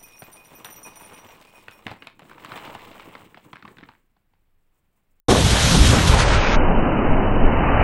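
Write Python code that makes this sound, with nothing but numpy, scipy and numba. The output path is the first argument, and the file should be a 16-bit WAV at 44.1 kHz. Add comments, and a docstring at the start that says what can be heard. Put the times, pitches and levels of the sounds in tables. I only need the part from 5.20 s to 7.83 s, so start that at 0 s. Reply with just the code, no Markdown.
"""A large gas flare roars over open sea, heard from a vessel; the sound cuts in abruptly with a ragged flutter.
The flame is shot noise mixed with smooth turbulence, shaped into a roar and a low body, over a deep noise rumble.
The jet adds a grainy rush and hiss in surges; wind eddies, a resonance driven by noise, buffet the microphone
in gusts and deepen as the wind drops. The treble closes in steps and leaves a muffled roar."""
import sys
import numpy as np
from scipy.fft import rfft, irfft
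from scipy.io import wavfile
from scipy.ndimage import uniform_filter1d
from numba import njit

SR = 44100
rng = np.random.default_rng(int(sys.argv[2]) if len(sys.argv) > 2 else 0)


def materialize(psi):
    """Save the field psi as 16-bit PCM at rate SR to the path in sys.argv[1].

    A 1-D psi becomes a single channel; in a 2-D psi each row is a channel.
    """
    bounded = np.clip(np.atleast_2d(psi).T, -1, 1)
    quanta = np.round(bounded * 32767).astype(np.int16)
    wavfile.write(sys.argv[1], SR, quanta)


N = 115983
TIME = np.arange(N) / SR
BINS = np.maximum(np.arange(N // 2 + 1) * SR / N, 1)  # bin frequencies [Hz]

# Spectrum of the deep rumble, also of the floor: (frequency [Hz], relative density [dB])
RUMBLE_SPECTRUM = [(2, -31.5), (6, -4), (11, -10), (18, 1), (32, -12), (50, -25.5), (100, -50),
                   (250, -61.5)]
PULSES_PER_S = 1100  # mean pulse rate in flame and jet


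def from_db(db):
    """Amplitude ratio: 20 dB is a factor of ten."""
    return 10 ** (np.asarray(db) / 20)


def rms_one(x):
    """Normalization: scale to unit mean-square power."""
    return x / np.sqrt(np.mean(x ** 2) + 1e-20)


def in_time(rows, axis=1):
    """Linear interpolation of one column of a control curve at every sample."""
    columns = np.transpose(rows)
    return np.interp(TIME, columns[0], columns[axis])


def coloured(x, spectrum):
    """Linear filtering: an excitation takes on a spectrum drawn over log frequency; unit power."""
    hz, db = np.transpose(spectrum)
    gain = from_db(np.interp(np.log(BINS), np.log(hz), db))
    roll_off = np.sqrt(1 + (BINS / hz[-1] / 2) ** 4)  # beyond the last row
    return rms_one(irfft(rfft(x) * gain / roll_off, N))


def below(x, hz):
    """Steep low-pass: the gain falls to zero within a band 2 % of the edge frequency wide."""
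    return irfft(rfft(x) * np.clip((1 - BINS / hz) * 50 + .5, 0, 1), N)


def drift(rate_hz):
    """Low-pass random process: slow fluctuation of unit spread, without content at or below 1 Hz."""
    spectrum = rfft(rng.standard_normal(N)) / (1 + (BINS / rate_hz) ** 2)
    return rms_one(irfft(spectrum * (BINS > 1), N))


def steadied(x, span_s):
    """Envelope normalization: dividing by the running RMS lets the level curve rule."""
    power = uniform_filter1d(x ** 2, max(int(span_s * SR), 2))
    return x / np.sqrt(power + 1e-12)


def swells(rows):
    """Amplitude modulation: the sum of Gaussian swells of level [dB]."""
    return sum(db * np.exp(-((TIME - s) / half) ** 2) for s, db, half in rows)


def shot_noise(pulses_per_s, share):
    """Poisson process: random pulses of uneven size hold a share of the power, smooth turbulence the rest."""
    size_db = 2 * np.minimum(rng.exponential(1, N), 4)
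    pulses = (rng.random(N) < pulses_per_s / SR) * from_db(size_db)
    turbulence = rng.standard_normal(N)
    return np.sqrt(share) * rms_one(pulses - pulses.mean()) + np.sqrt(1 - share) * turbulence


def flutter():
    """Sparse shot noise: hard pulses at a low rate sound ragged, under an exponential rise and fall."""
    # spectrum: (frequency [Hz], relative density [dB])
    flutter_spectrum = [(70, -10), (150, 0), (260, 3), (420, 9.5), (650, 5), (1120, -2), (1700, -25.5),
                        (4000, -54.5)]
    peak_s, peak_db = 0.11, -12.5
    rise_db_per_s, fall_db_per_s = 170, 135.5
    age = TIME - peak_s
    swell_db = np.minimum(rise_db_per_s * age, -fall_db_per_s * age)
    pulses = coloured(shot_noise(520, share=0.97), flutter_spectrum)
    return from_db(peak_db + swell_db) * steadied(pulses, span_s=0.053)


def flame(churn_db=0.42):
    """Combustion noise: pockets of gas ignite as pressure pulses; roar and body churn together over a rumble."""
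    # levels before trim and churn: (time [s], level [dB])
    roar_level = [(.1, -33), (.3, -26), (.44, -26), (.68, -27.5), (.77, -22.5), (.87, -26.5), (.95, -21),
                  (1.2, -22.5), (1.5, -22), (1.85, -23.5), (2.25, -23), (2.62, -19.5)]
    body_level = [(.1, -19.5), (.28, -24), (.42, -31.5), (.64, -20), (.8, -25), (.95, -33.5), (1.3, -22.5),
                  (1.45, -20.5), (1.72, -19), (2, -19.5), (2.2, -20), (2.4, -21), (2.62, -21.5)]
    rumble_level = [(.1, -47.5), (1.0, -39), (1.25, -18.5), (1.35, -16), (1.58, -13.5), (1.78, -22.5),
                    (1.92, -12.5), (2.14, -20), (2.35, -19), (2.63, -22)]
    # spectra: (frequency [Hz], relative density [dB])
    roar_spectrum = [(120, -19.5), (250, -13.5), (400, 0), (600, 1), (950, -2.5), (1400, -10), (2200, -28),
                     (4000, -44)]
    body_spectrum = [(30, -11.5), (60, -7.5), (90, 3), (125, 0), (190, 1.5), (280, 0.5), (400, -7),
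                     (700, -20.5)]
    # puffs in which the plume billows: (time [s], swell [dB], half length [s])
    puffs = [(.357, 5.5, .01), (.553, 5, 0.0086), (.647, 4.5, .012), (.736, 7, .011), (.945, 3, 0.014),
             (1.38, 1.5, .012), (1.51, 2, .02), (2.225, 1.5, 0.013)]
    roar_trim_db, body_trim_db, rumble_trim_db = -1, -1.5, -1.5
    pulse_share = 0.34
    churn = churn_db * drift(25) + swells(puffs)
    roar = steadied(coloured(shot_noise(PULSES_PER_S, pulse_share), roar_spectrum), span_s=0.04)
    body = steadied(coloured(shot_noise(PULSES_PER_S, pulse_share), body_spectrum), span_s=0.052)
    rumble = steadied(coloured(rng.standard_normal(N), RUMBLE_SPECTRUM), span_s=0.75)
    roar = roar * from_db(in_time(roar_level) + roar_trim_db + churn)
    body = body * from_db(in_time(body_level) + body_trim_db + churn)
    rumble = rumble * from_db(in_time(rumble_level) + rumble_trim_db)
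    return roar + body + rumble


def dulling(x, from_s, above_hz, db_per_s):
    """Frequency-dependent decay: the upper part of a noise fades exponentially from a given moment."""
    dull = irfft(rfft(x) / (1 + (BINS / above_hz) ** 6), N)
    return dull + (x - dull) * from_db(-db_per_s * np.maximum(TIME - from_s, 0))


def jet(rush_flicker_db=1.0, hiss_flicker_db=0.83, rush_grain=.3, hiss_grain=0.071):
    """Jet noise: broadband rush and hiss, grainy, surge and flicker together; the top of the hiss fades first."""
    # levels before trim, surge and flicker: (time [s], level [dB])
    rush_level = [(.1, -27), (.22, -31), (.35, -27), (.48, -24.5), (.6, -28.5), (.75, -24.5), (.87, -28.5),
                  (.98, -24.5), (1.08, -26), (1.345, -24.5), (1.375, -33), (1.65, -37), (1.88, -33),
                  (2.08, -38), (2.35, -33), (2.62, -26.5)]
    hiss_level = [(.1, -25), (.22, -24.8), (.38, -23.5), (.48, -21), (.55, -20.5), (.61, -23.5), (.7, -23),
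                  (.8, -27), (.92, -26), (1.06, -31), (1.17, -32), (1.23, -34.5), (1.35, -30.5),
                  (1.42, -33)]
    # spectra: (frequency [Hz], relative density [dB])
    rush_spectrum = [(600, -29.5), (1000, 2), (1400, 3), (2000, 1), (2600, -1), (3100, -6), (4000, -18),
                     (5000, -13), (7000, -37), (9000, -38)]
    hiss_spectrum = [(1500, -25), (2500, -6), (3200, 2.5), (3900, 2), (4700, -2.5), (6200, -1.5),
                     (7600, -6), (9500, -8), (10400, -11.5), (11500, -12.5)]
    # surges of the jet: (time [s], swell [dB], half length [s])
    surges = [(.112, 3.5, 0.016), (.312, 3.5, 0.01), (.45, 0.5, 0.011), (.542, -1, 0.012),
              (.675, 2.5, 0.017), (.882, 3.5, 0.008), (1.008, 6.5, 0.028), (1.13, 3, .035)]
    rush_trim_db, hiss_trim_db = 1, 0.5
    rush_follows = .45  # share of a surge that reaches the rush
    flicker, surge = drift(45), swells(surges)
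    rush = coloured(shot_noise(PULSES_PER_S, rush_grain), rush_spectrum)
    hiss = coloured(shot_noise(PULSES_PER_S, hiss_grain), hiss_spectrum)
    hiss = dulling(hiss, from_s=0.76, above_hz=4400, db_per_s=4.5)
    rush_db = in_time(rush_level) + rush_trim_db + rush_follows * surge + rush_flicker_db * flicker
    hiss_db = in_time(hiss_level) + hiss_trim_db + surge + hiss_flicker_db * flicker
    return rush * from_db(rush_db) + hiss * from_db(hiss_db)


def patchy(x, depth_db, rate_hz):
    """Independent band modulation: eddies of different sizes make each narrow band swell and sink on its own."""
    spectrum, out = rfft(x), 0
    # position among 31 overlapping bands, evenly spaced in log frequency from 100 Hz to 12 kHz
    place = np.clip(np.log(BINS / 100) / np.log(120) * 30, 0, 30)
    for k in range(31):
        band = irfft(spectrum * np.maximum(1 - abs(place - k), 0), N)
        out = out + band * from_db(depth_db * drift(rate_hz))
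    return out


@njit
def eddies(noise, hz, damping, top_ratio):
    """Driven oscillator: noise through a broad resonance and a low-pass that both follow the eddy rate."""
    out = np.zeros(len(noise))
    low = band = smooth = slope = 0.
    for i in range(len(noise)):
        w = 2 * np.pi * hz[i] / SR
        low += w * band
        band += w * (noise[i] - low - damping * band)
        smooth += w * top_ratio * slope
        slope += w * top_ratio * (band - smooth - slope)
        out[i] = smooth
    return out


def wind():
    """Eddy shedding: slower air sheds slower eddies at the microphone; the largest are push-pull thumps."""
    # buffeting, level before trim and gusts: (time [s], level [dB], eddy rate [Hz])
    wind_level = [(.1, -19, 67), (.33, -17.5, 73), (.4, -21.5, 75), (.5, -17, 75), (.56, -11.5, 81),
                  (.68, -16.5, 62), (.75, -16, 78), (.85, -17.5, 80), (.93, -14, 56), (1.0, -17.5, 54),
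                  (1.17, -14, 43), (1.26, -23, 25), (1.45, -22, 19), (1.75, -26, 16), (2.05, -23.5, 17),
                  (2.2, -21, 28), (2.43, -21.5, 41), (2.62, -17, 41)]
    # gusts that swell the buffeting: (time [s], swell [dB], half length [s])
    gusts = [(.255, 7.5, 0.011), (.335, 5.5, 0.013), (.452, 7.5, 0.013), (.556, 0, 0.013),
             (.615, 7.5, 0.0083), (.688, 7.5, 0.024), (.908, 1.5, 0.013), (.945, 4.5, 0.013),
             (.99, 4, .012)]
    # single eddies: (time [s], height [dB], width [s])
    thumps = [(0.612, -6.5, 0.0028), (.902, -8, 0.0027), (1.342, -10, 0.0069), (1.565, -10.5, .016),
              (2.247, -7.5, 0.011)]
    wind_trim_db = -1
    # low-pass edge is relative to the eddy rate
    buffeting = eddies(rng.standard_normal(N), in_time(wind_level, axis=2), damping=0.7, top_ratio=2.51)
    level_db = in_time(wind_level) + wind_trim_db + swells(gusts)
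    out = steadied(buffeting, span_s=0.031) * from_db(level_db)
    for s, db, width in thumps:
        phase = (TIME - s) / width
        out = out - from_db(db) * phase * np.exp((1 - phase ** 2) / 2)
    return out


def scene():
    """Superposition: flare, flutter and wind cut in over a faint low floor; steelwork reflects the flare once."""
    start_s, echo_s, echo_db, floor_db = 0.083, .0135, -19.5, -73.5
    flare = patchy(flame() + jet(), depth_db=1.12, rate_hz=7.8)
    flare = flare + from_db(echo_db) * np.interp(TIME - echo_s, TIME, flare)
    opened = np.clip((TIME - start_s) / .002, 0, 1)
    floor = from_db(floor_db) * coloured(rng.standard_normal(N), RUMBLE_SPECTRUM)
    return (opened * (flare + flutter() + wind()) + floor)[None]


def record(dry):
    """Saturation and low-pass: peaks round off under full scale, the treble closes in steps, the top is cut."""
    # treble edge, each step crossfaded: (start [s], upper edge [Hz])
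    treble_edge = [(0, 11800), (.96, 11340), (1.048, 9210), (1.18, 6910), (1.355, 3056)]
    step_s, cutoff_hz = 0.031, 12053
    loud = dry[0] / (1 + (dry[0] / .96) ** 8) ** (1 / 8)
    out = loud
    for s, hz in treble_edge:
        fade = np.clip((TIME - s) / step_s + .5, 0, 1)
        out = (1 - fade) * out + fade * below(loud, hz)
    return below(out, cutoff_hz)[None]


dry = scene()
out = record(dry)
materialize(out)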